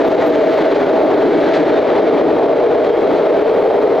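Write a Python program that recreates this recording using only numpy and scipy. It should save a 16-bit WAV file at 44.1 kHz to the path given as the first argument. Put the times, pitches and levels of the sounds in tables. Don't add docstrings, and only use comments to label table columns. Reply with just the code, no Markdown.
import sys
import numpy as np
from scipy import signal
from scipy.fft import rfft, irfft
from scipy.io import wavfile

SR = 44100
rng = np.random.default_rng(int(sys.argv[2]) if len(sys.argv) > 2 else 0)


def output_pcm(signal):
    pcm = np.clip(np.atleast_2d(signal).T, -1, 1) * 32767
    wavfile.write(sys.argv[1], SR, np.round(pcm).astype(np.int16))


N = 176400
TIME_S, FREQ_HZ = np.arange(N) / SR, np.fft.rfftfreq(N, 1 / SR)

# frequency in Hz, relative density in dB.
ROAR_SPECTRUM = [(20, -33), (40, -40.5), (54, -27), (70, -37.5), (100, -25), (140, -22.5), (175, -18.5),
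                 (230, -18.5), (275, -8), (350, -5.5), (415, 0), (480, 0), (545, -5), (610, 0), (660, -1.5),
                 (700, -9.5), (820, -10.5), (920, -14), (1000, -19), (1250, -20.5), (1600, -27.5),
                 (2200, -29), (2700, -36), (4000, -39.5), (5200, -50), (8000, -68), (11000, -84),
                 (16000, -74)]
LOW_DRONE_SPECTRUM = [(120, -35.5), (172, -6), (200, -17), (235, -5.5), (275, 4.5), (320, 8), (370, -0.5),
                      (500, -67)]
MID_DRONE_SPECTRUM = [(300, -41), (375, -13.5), (410, -1.5), (440, 1), (472, -0.5), (505, -11.5),
                      (700, -68.5)]
HISS_SPECTRUM = [(500, -14.5), (1000, -4.5), (1500, 4.5), (2150, -1), (2700, -8), (3400, -7), (4200, -10),
                 (5100, -22), (6000, -27), (7200, -38.5), (8500, -47.5), (11000, -74.5)]
HISS_TOP_SPECTRUM = [(3500, -22.5), (5000, -2.5), (6000, 4), (7200, -0.5), (8500, -12.5), (11000, -49.5)]
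CLACK_SPECTRUM = [(500, -22.5), (1100, 1), (2000, 2.5), (3000, -1), (4300, -2.5), (5300, -13), (7400, -24),
                  (9000, -36), (16000, -60)]
SIZZLE_SPECTRUM = [(9000, -54.5), (11950, -27), (12270, -10.5), (12400, -4), (12820, 1.5), (13080, -5.5),
                   (13350, -18), (14200, -24.5), (14780, -7), (15700, -11.5)]

# time in seconds, dry level in dB.
LOW_DRONE_ENVELOPE = [(0, -21), (.7, -20.5), (1.1, -22), (1.3, -13), (1.9, -21.5), (2.3, -19.5),
                      (2.7, -30.5), (2.95, -29), (3.1, -17), (3.35, -31), (4, -41.5)]
MID_DRONE_ENVELOPE = [(0, -33), (2.2, -31), (2.7, -23.5), (3.2, -18.5), (3.6, -15), (4, -18.5)]
HISS_ENVELOPE = [(0, -31.5), (.4, -30.5), (.7, -28.5), (1.05, -35), (1.3, -30.5), (1.52, -25.5),
                 (1.68, -30.5), (1.95, -32), (2.35, -40), (2.85, -37.5), (3.45, -34), (3.7, -43), (4, -39)]
HISS_TOP_ENVELOPE = [(0, -57), (.3, -55), (.8, -58.5), (1.05, -61.5), (1.55, -56), (2, -64.5), (4, -65.5)]
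SIZZLE_ENVELOPE = [(0, -64.5), (.42, -62), (.52, -57), (.7, -63), (1.15, -63.5), (2, -68), (4, -67.5)]

# pitch in Hz, rms wander in Hz, envelope as above.
MACHINE_TONES = [(410.8, 1.99, [(0, -30), (1, -22.5), (2, -22), (2.5, -24.5), (4, -20.5)]),
                 (478, 1.7, [(0, -31.5), (2.4, -34), (2.75, -18.5), (3.1, -28), (4, -27)]),
                 (644, 1.2, [(0, -27.5), (.25, -19.5), (.5, -16.5), (.75, -26.5), (1, -19.5), (1.25, -35),
                 (2.3, -33.5), (4, -34)]), (3223, 5, [(0, -56), (4, -51.5)])]
# start in seconds, dry level in dB.
JOINT_CLACKS = [(0.502, -32.5), (.565, -41), (.738, -33.5), (1.529, -25), (2.83, -36.5), (3.145, -35)]
# centre in seconds, sigma in seconds, pitch in Hz, dry level in dB.
RAIL_SQUEAKS = [(1.76, .025, 3720, -42), (2.93, .06, 3235, -46)]
# centre in seconds, sigma in seconds, dry level in dB.
SIZZLE_SPURTS = [(.082, .007, -51), (.277, 0.01, -51), (1.165, 0.0069, -63)]

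# frequency in Hz, correlation from 0 to 1.
PORT_CORRELATION = [(60, .98), (250, .985), (420, .97), (700, .93), (1350, .96), (2500, .97), (5000, .975),
                    (13000, .985)]
# frequency in Hz, left lead in radians.
PORT_LEAD = [(30, 0), (120, .25), (260, .42), (450, .44), (620, .58), (880, .13), (1200, .22), (2500, .12),
             (5000, 0)]
# frequency in Hz, left minus right in dB.
PORT_BALANCE = [(60, 1), (380, 1.1), (490, 1.5), (740, -.8), (1050, .7), (2000, 1), (4500, .9), (8000, -.4)]


def tunnel_roar(roar_db=-12, throb_hz=9.2, throb_db=3.3):
    roar = amp(roar_db) * stereo_noise(ROAR_SPECTRUM)
    throb = amp(throb_db * np.sin(2 * np.pi * (throb_hz * TIME_S + rng.random())))
    low_drone = throb * envelope(LOW_DRONE_ENVELOPE) * stereo_noise(LOW_DRONE_SPECTRUM)
    mid_drone = envelope(MID_DRONE_ENVELOPE) * stereo_noise(MID_DRONE_SPECTRUM)
    return roar + low_drone + mid_drone


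def machinery_hum(waver_db=1.5, waver_hz=6):
    hum = np.zeros(N)
    for pitch_hz, wander_hz, swell in MACHINE_TONES:
        waver = amp(waver_db * drift(waver_hz))
        hum += envelope(swell) * waver * tone(pitch_hz, wander_hz)
    return np.array([hum, irfft(rfft(hum) * right_port_response(), N)])


def wheel_hiss():
    body = envelope(HISS_ENVELOPE) * stereo_noise(HISS_SPECTRUM)
    top = envelope(HISS_TOP_ENVELOPE) * stereo_noise(HISS_TOP_SPECTRUM)
    return body + top


def wheel_clacks(rise_s=0.014, decay_s=0.034):
    bursts = np.zeros(N)
    for start_s, level_db in JOINT_CLACKS:
        age_s = TIME_S - start_s
        rise = np.clip(age_s / rise_s, 0, 1)
        decay = np.exp(-np.maximum(age_s - rise_s, 0) / decay_s)
        bursts += amp(level_db) * rise * decay
    return bursts * stereo_noise(CLACK_SPECTRUM)


def wheel_squeaks():
    return sum(amp(level_db) * gaussian(TIME_S - centre_s, sigma_s) * tone(pitch_hz, wander_hz=20)
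               for centre_s, sigma_s, pitch_hz, level_db in RAIL_SQUEAKS)


def sizzle(flicker_db=-0.2, flicker_hz=35):
    spurts = sum(amp(level_db) * gaussian(TIME_S - centre_s, sigma_s)
                 for centre_s, sigma_s, level_db in SIZZLE_SPURTS)
    flicker = amp(flicker_db * drift(flicker_hz))
    return (envelope(SIZZLE_ENVELOPE) * flicker + spurts) * stereo_noise(SIZZLE_SPECTRUM)


def ticks(rate_per_s=32, max_db=-34, spread_db=10, cutoff_hz=9000):
    impulses = (rng.random(N) < rate_per_s / SR) * rng.choice([-1, 1], N)
    gains = amp(max_db - spread_db * rng.random(N))
    return irfft(rfft(impulses * gains) / (1 + 1j * FREQ_HZ / cutoff_hz), N)


def amp(db):
    return 10 ** (np.asarray(db) / 20)


def unit_rms(x):
    return x / np.sqrt(np.mean(x ** 2) + 1e-30)


def gaussian(offset_s, sigma_s):
    return np.exp(-0.5 * (offset_s / sigma_s) ** 2)


def per_bin(table):
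    hz, values = np.transpose(table)
    return np.interp(np.log(FREQ_HZ + 1), np.log(hz + 1), values)


def envelope(table):
    return amp(np.interp(TIME_S, *np.transpose(table)))


def drift(cutoff_hz):
    white = rfft(rng.standard_normal(N)) * (FREQ_HZ > 0)
    return unit_rms(irfft(white / (1 + (FREQ_HZ / cutoff_hz) ** 4), N))


def tone(pitch_hz, wander_hz):
    cycles = np.cumsum(pitch_hz + wander_hz * drift(cutoff_hz=8.1)) / SR
    return np.sqrt(2) * np.sin(2 * np.pi * (cycles + rng.random()))


def right_port_response():
    return np.exp(-1j * per_bin(PORT_LEAD)) / amp(per_bin(PORT_BALANCE))


def stereo_noise(spectrum):
    left, independent = rfft(rng.standard_normal((2, N)))
    correlation = per_bin(PORT_CORRELATION)
    right = (correlation * left + np.sqrt(1 - correlation ** 2) * independent) * right_port_response()
    return unit_rms(irfft(np.array([left, right]) * amp(per_bin(spectrum)), N))


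def scene():
    return (tunnel_roar() + machinery_hum() + wheel_hiss() + wheel_clacks() + wheel_squeaks()
            + sizzle() + ticks())


def record(dry):
    threshold_db, attack_s, release_db_per_s = -8.5, 0.00039, 170
    makeup_db, cutoff_hz = 3.5, 15780
    over_db = np.maximum(20 * np.log10(abs(dry).max(0) + 1e-9) - threshold_db, 0)
    release_db = TIME_S * release_db_per_s
    held_db = np.maximum.accumulate(over_db + release_db) - release_db
    window = gaussian(np.arange(-512, 513) / SR, attack_s)
    reduction_db = signal.oaconvolve(held_db, window / window.sum(), "same")
    limited = dry * amp(makeup_db - reduction_db)
    lowpass = signal.firwin(801, cutoff_hz, window=("kaiser", 9), fs=SR)
    return signal.oaconvolve(limited, lowpass[None], "same")


dry = scene()
out = record(dry)
output_pcm(out)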